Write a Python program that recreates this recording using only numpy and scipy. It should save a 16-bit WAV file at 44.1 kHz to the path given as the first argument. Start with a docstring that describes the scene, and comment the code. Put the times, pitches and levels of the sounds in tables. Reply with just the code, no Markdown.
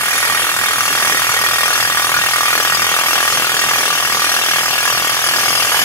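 """A rock drill hammers close by, about 41 blows a second, each one a dull thud out of the hole.
Each blow also makes the steel rod ring, and the rattling chuck keeps it ringing between blows.
Two bright cracks run ahead of each thud. Noise shaped as flushing air and grit roars from the hole.
Behind it a diesel engine hums: low noise with three unsteady tones.
Two close microphone ports hear the drill from one side."""
import sys
import numpy as np
from scipy import signal
from scipy.fft import rfft, irfft, next_fast_len
from scipy.io import wavfile
from scipy.ndimage import uniform_filter1d, map_coordinates

SR = 44100
rng = np.random.default_rng(int(sys.argv[2]) if len(sys.argv) > 2 else 0)


def wav_record(signal):
    """Record a signal, one row per channel, as 16-bit PCM in the file named by sys.argv[1]."""
    frames = np.transpose(np.atleast_2d(signal))
    bounded = np.clip(frames, -1, 1)
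    # unit amplitude maps onto the largest positive 16-bit level
    quanta = np.round(bounded * 32767).astype(np.int16)
    wavfile.write(sys.argv[1], SR, quanta)


N = 257544  # length in samples


def amp(db):
    """Turn decibels into a gain."""
    return 10 ** (np.asarray(db) / 20)


def unit(x):
    """Scale a sound to rms 1."""
    return x / np.sqrt(np.mean(x ** 2) + 1e-20)


def along(points, hz):
    """Read a curve of (pitch_hz, value) points on a log pitch axis."""
    point_hz, values = np.transpose(points)
    return np.interp(np.log(hz + 1), np.log(point_hz + 1), values)


def curves(rows, s):
    """Read each column after the time at the moments s."""
    knots, *columns = np.transpose(rows)
    return [np.interp(s, knots, column) for column in columns]


def wobble(rate, size=64):
    """A smooth random curve with rate knots a second, drawn every size samples."""
    coarse = np.arange(0, N + size, size)
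    knots = rng.standard_normal(int(N * rate / SR) + 4)
    smooth = map_coordinates(knots, [coarse * rate / SR])
    return np.interp(np.arange(N), coarse, smooth)


def filtered(x, response):
    """Multiply the spectrum of x by a response, which may shift phase too."""
    m = next_fast_len(N + SR // 2)
    spectrum = rfft(x, m) * response(np.fft.rfftfreq(m, 1 / SR))
    return irfft(spectrum, m)[..., :N]


def pulses(s, size):
    """Single-sample clicks of the given sizes at the moments s."""
    places = np.clip(np.round(s * SR).astype(int), 0, N - 1)
    return np.bincount(places, size, N)


def fading(x, t60):
    """Let each click die away by 60 dB in t60 seconds."""
    return signal.lfilter([1], [1, -amp(-60 / (t60 * SR))], x)


def sides(db):
    """Left and right gains for a left-minus-right level difference."""
    return amp(np.array([db, -db]) / 2)


def resonance(x, hz, width):
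    """Play x through one ringing mode of the given pitch and width in Hz, at rms 1."""
    pole = np.exp(-np.pi * width / SR)
    return unit(signal.lfilter([1, 0, -1], [1, -2 * pole * np.cos(2 * np.pi * hz / SR), pole ** 2], x))


# How much louder the left is than the right: pitch_hz, left_minus_right_db
SIDE_BALANCE = [(60, -1), (200, -1), (700, -1), (1500, -5), (2600, 2), (4800, -1), (8000, -0.5),
                (15000, -5.5)]
# How alike left and right noise are before the side balance: pitch_hz, likeness (1 = the same)
NOISE_LIKENESS = [(30, .3), (60, 0.94), (130, 0.88), (300, 0.97), (800, 0.97), (1800, 0.87), (2500, 0.21),
                  (6000, 0.2), (15000, 0.081)]


def rush(spectrum, patchy_db):
    """Stereo noise of rms 1, with random louder and softer patches in time and pitch."""
    z = signal.stft(rng.standard_normal((2, N)), nperseg=512)[2]
    patches = rng.standard_normal(z.shape[1:])
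    patches = uniform_filter1d(patches, size=6, axis=0)  # smooth over pitch
    patches = uniform_filter1d(patches, size=10, axis=1)  # smooth over time
    pair = signal.istft(z * amp(patchy_db * unit(patches)), nperseg=512)[1][:, :N]

    def shares(hz):
        turn = np.arccos(np.clip(along(NOISE_LIKENESS, hz), 0, 1)) / 2
        return amp(along(spectrum, hz)) * [np.cos(turn), np.sin(turn)]

    mid, side = filtered(pair, shares)
    stereo = np.array([mid + side, mid - side])
    return unit(filtered(stereo, lambda hz: sides(along(SIDE_BALANCE, hz))))


# Tone color of the engine noise: pitch_hz, relative_level_db (per Hz)
ENGINE_NOISE = [(15, -45), (25, -11), (80, 0.5), (113, 6.5), (220, -2), (262, -16), (300, 7), (390, -28),
                (660, -120)]
# Engine firing tones: pitch_hz, level_db (before the lift and wobble below)
ENGINE_TONES = [(110, -51.5), (124, -54), (165, -51.5)]


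def diesel():
    """The engine's low rumble, with firing tones that waver in level and phase."""
    t = np.arange(N) / SR
    tones = np.zeros(N)
    for hz, db in ENGINE_TONES:
        level = amp(db + 2.5 + 2.4 * wobble(5.04))
        tones += level * np.sin(2 * np.pi * hz * t + 1.05 * wobble(5))
    rumble = amp(-43.5 + 1.5 * wobble(6)) * rush(ENGINE_NOISE, patchy_db=-1.0)
    return tones + rumble


def shake(s, db, rise_s, t60):
    """The shudder of each blow: it builds up from 2.5 ms ahead, then dies away."""
    dying = fading(pulses(s - .0025, amp(db - db.mean())), t60)
    lag = np.exp(-1 / (rise_s * SR))
    return signal.lfilter([1 - lag], [1, -lag], dying)


# Tone color of the rushing air: pitch_hz, relative_level_db (per Hz)
AIR_NOISE = [(120, -25), (200, -14.5), (997, -6.5), (1180, -12), (2230, -2.5), (2580, -9.5), (3270, -3),
             (3850, -14.5), (5970, -7.5), (8290, -13), (9950, -11), (13100, -13), (15700, -32)]


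def air(s, db):
    """Flushing air roars from the hole; each blow adds a puff of grit."""
    puff = 5 + .5 * shake(s, db, rise_s=0.00036, t60=0.04)
    gusts = amp(.5 * wobble(4) + .7 * wobble(12))
    return unit(puff * gusts * rush(AIR_NOISE, patchy_db=2.5))


BLOWS_PER_S, FIRST_BLOW_S = 41.309, .0101  # the even beat, before drift and jitter
TURNS_PER_S = 2.295  # the rod's rotation
BITE_DB, BITE_S = 0.26, 0.678  # once a turn the bit bites harder: swing, and a moment of the hardest bite
# The hammer runs unevenly: start_s, late_ms (before jitter)
HAMMER_DRIFT = [(0, -0.2), (0.2, 1.4), (0.3, -0.7), (0.7, -2.2), (1, -1.7), (1.2, 0.0), (1.75, 1.4),
                (2.75, 2.3), (3, 1.4), (3.2, -0.7), (3.55, -0.7), (3.8, -3.1), (4.5, -1.5), (4.8, 2.1),
                (5.1, 2.4), (5.5, 0.6), (5.65, -2.7), (5.84, -1.5)]
# How hard the blows land: start_s, level_db (before bite and scatter)
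BLOW_FORCE = [(0, -12.5), (1.1, -11.2), (2.5, -10.5), (4, -12), (5, -13.5), (5.84, -13.5)]


def blows(jitter_ms=.28, scatter_db=.9):
    """Moments and levels of the piston's blows, nearly even but never exactly so."""
    count = int((N / SR - FIRST_BLOW_S) * BLOWS_PER_S) + 1
    s = FIRST_BLOW_S + np.arange(count) / BLOWS_PER_S
    (late_ms,), (db,) = curves(HAMMER_DRIFT, s), curves(BLOW_FORCE, s)
    db = db + BITE_DB * np.cos(2 * np.pi * TURNS_PER_S * (s - BITE_S))
    chance = rng.standard_normal((len(s), 2))
    slip = chance[:, 0] + np.roll(chance[:, 0], shift=1)  # a late blow delays the next one too
    return s + (late_ms + jitter_ms * slip) / 1000, db + scatter_db * chance[:, 1]


# Tone color of the cracks: pitch_hz, relative_level_db (per Hz)
CRACK_NOISE = [(2000, -40), (6000, -16), (10000, -2), (13500, -9), (16000, -3)]


def tick(s, db, t60=.006):
    """Piston on shank: two short bright cracks run ahead of each thud."""
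    luck = rng.standard_normal((len(s), 2))
    first = pulses(s - .0024, amp(db + 3 * luck[:, 0]))
    second = pulses(s - .0012, amp(db + 2 * luck[:, 1]))
    return amp(-8.5) * fading(first + second, t60) * rush(CRACK_NOISE, patchy_db=-3)


def travel_s(hz, spread=.13):
    """Bending waves run faster at high pitch: the treble of a blow arrives before its 1 kHz thud."""
    return spread * (1 / np.sqrt(hz + 600) - 1 / np.sqrt(1600))


RING_TURN_S = 0.707  # sets when in each turn the rod's modes face the listener
# Bending modes of the rod, relative to one another:
# pitch_hz, width_hz, level_db, left_minus_right_db, change_db_per_s (as the rod sinks)
ROD_MODES = [(1174.6, 36, -27, -4.5, 0.2), (1290, 28, -33, -2, 0), (1449, 28, -30.5, -2.5, -0.3),
             (1675, 56, -26.5, -5, 1.04), (1881, 22, -28, -7, -1.14), (2191, 50, -30, 1, 0),
             (2421, 26, -29, -3.5, 0), (2733, 28, -31, 12, 1), (2994, 35, -31.5, 6.5, 2.5),
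             (3300, 37, -29, 2, 0.9), (3647, 27, -33.5, 8.5, 0), (3995, 11, -37.5, 6.5, 0.4),
             (4342, 38, -31.5, 6, 0.7), (4690, 34, -37, 10.5, 0.5), (5030, 47, -32.5, 12, 1.9),
             (5835, 31, -29.5, 6, 0.9), (6530, 26, -35, -1, 1.8), (7170, 58, -52, -0.5, -3.5),
             (7480, 39, -36.5, 0, -0.4), (7740, 31, -37.5, 6, 0.5), (8370, 34, -38.5, 4, -0.5),
             (8700, 64, -43, 5, -2), (9090, 52, -34.5, 0, 1), (9510, 67, -42.5, 6, -3.5),
             (9790, 68, -38, -8, 1.4), (10130, 64, -40.5, 6, -3), (10700, 82, -39.5, 4, 3),
             (11500, 76, -39, -10.5, 0.3), (12400, 100, -43.5, -18, 2.5), (13100, 97, -38.5, -8, -0.1)]


def rod(s, db, rattle_db=-27, alike=0.58, low_hz=1800, split=0.003):
    """Every blow kicks each bending mode by a new amount; the chuck's rattle drives it in between."""
    t = np.arange(N) / SR
    shudder = 0.38 + shake(s, db, rise_s=0.0024, t60=0.079)
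    rattle = amp(rattle_db) * shudder * rng.standard_normal((3, N))
    out = np.zeros((2, N))
    # above the table the modes go on, weak and evenly spaced
    upper = [(13170 + 440 * k, 90, -44 - .8 * k, -6.5, 0) for k in range(5)]
    for order, (hz, width, level_db, pan_db, sink_db) in enumerate(list(ROD_MODES) + upper):
        # low modes answer each blow alike and at once; high ones by chance,
        # as the wave runs up and down the rod
        steady = 1 / (1 + (hz / low_hz) ** 4)
        luck = rng.standard_normal((len(s), 4))
        force = amp(db - db.mean())[:, None]
        kicks = force * (1.1 * steady + (.75 - 0.38 * steady) * luck[:, :3])
        late_s = travel_s(hz) + .004 * (1 - steady) * np.abs(luck[:, 3])
        drive = (1 - 0.77 * steady) * rattle + [pulses(s + late_s, kick) for kick in kicks.T]
        # the rod bends in two planes at slightly different pitch
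        planes = [amp(2.64 * wobble(12)) * resonance(drive[k], hz * (1 + way * split), width)
                  for k, way in enumerate((-1, 1))]
        # a third drive sounds opposite on the two sides and widens the ring
        turn = np.arccos(np.clip(alike + 0.31 * steady, 0, 1)) / 2
        shared = unit(sum(planes)) * np.cos(turn)
        apart = resonance(drive[-1], hz, width) * np.sin(turn)
        # the ring swells and fades as the rod turns, each mode at its own moment
        swing = np.cos(2 * np.pi * TURNS_PER_S * (t - RING_TURN_S) - 1.266 * order)
        facing_db = (0.36 + 1.8 * steady) * swing
        gain = amp(level_db + sink_db * (t - t.mean()) + facing_db)
        out += gain * sides(pan_db)[:, None] * [shared + apart, shared - apart]
    return unit(out)


# Tone color of each thud: pitch_hz, relative_level_db
THUD_COLOR = [(30, -40), (80, -26), (200, -43), (350, -14.5), (550, -11.5), (780, -4.5), (920, -8),
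              (1200, 1), (1500, -1), (1800, -4), (3500, -31), (8000, -35), (15000, -29)]


def thud(s, db):
    """The blow itself: a short swept pulse, with weaker uneven copies off the rocks."""
    hits = pulses(s, amp(db))
    for delay_s, echo_db in [(.0036, -17.5), (.008, -9.5), (.0128, -13.5)]:
        luck = rng.standard_normal((len(s), 2))
        size = amp(db + echo_db) * (0.64 + 0.27 * luck[:, 1])
        hits = hits + pulses(s + delay_s + 0.00022 * luck[:, 0], size)
    # adding up the travel times over pitch gives the phase of the sweep
    grid = np.fft.rfftfreq(next_fast_len(N + SR // 2), 1 / SR)
    phase = 2 * np.pi * np.cumsum(travel_s(grid)) * grid[1]

    def response(hz):
        color = amp(along(THUD_COLOR, hz)) * sides(along(SIDE_BALANCE, hz))
        return color * np.exp(-1j * (phase + 1.29))

    return amp(32.5) * filtered(hits, response)


RING_DB, RING_DB_PER_S = -15.5, -0.21  # the ringing at the start; it weakens as the rod sinks
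BASS_DB, BASS_DB_PER_S = -2, 1.25  # the deepening hole strengthens the low end of the thud
# Air flow: start_s, level_db
AIR_FLOW = [(0, -20.5), (1.5, -20), (2.3, -21), (3, -20), (5, -21), (5.4, -19.5), (5.84, -18)]
# The microphone turns a little: start_s, left_minus_right_db (added to each sound's own balance)
MIC_TURN = [(0, -0.7), (1.2, -0.8), (1.6, 0.1), (4.5, 0.2), (5.84, 0)]


def scene():
    """Mix thud, cracks, ringing rod and air as the drill, and set the diesel behind it."""
    s, db = blows()
    t = np.arange(N) / SR
    (air_db,), (pan_db,) = curves(AIR_FLOW, t), curves(MIC_TURN, t)
    blow = thud(s, db)
    bass = filtered(blow, lambda hz: 1 / (1 + (hz / 950) ** 8))
    deeper = (amp(BASS_DB + BASS_DB_PER_S * t) - 1) * bass
    ringing = amp(RING_DB + RING_DB_PER_S * t) * rod(s, db)
    drill = blow + deeper + tick(s, db) + ringing + amp(air_db) * air(s, db)
    return drill * sides(pan_db) + diesel()


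TOP_HZ = 15750  # band limit
# How far the left port is ahead of the right: pitch_hz, lead_radians
LEFT_LEAD = [(20, 0), (300, .1), (700, .42), (1200, .9), (2150, 1.95), (2700, 2.9), (5900, 3.2),
             (8100, 9.3), (10200, 11.9), (13200, 16.8), (15500, 25.4)]


def record(dry):
    """The left port hears the sound first; peaks are softly rounded; nothing passes above the band limit."""
    ports = filtered(dry, lambda hz: np.exp(.5j * np.outer([1, -1], along(LEFT_LEAD, hz))))
    rounded = ports / (1 + np.abs(ports / .98) ** 6) ** (1 / 6)
    return filtered(rounded, lambda hz: hz < TOP_HZ)


dry = scene()
out = record(dry)
wav_record(out)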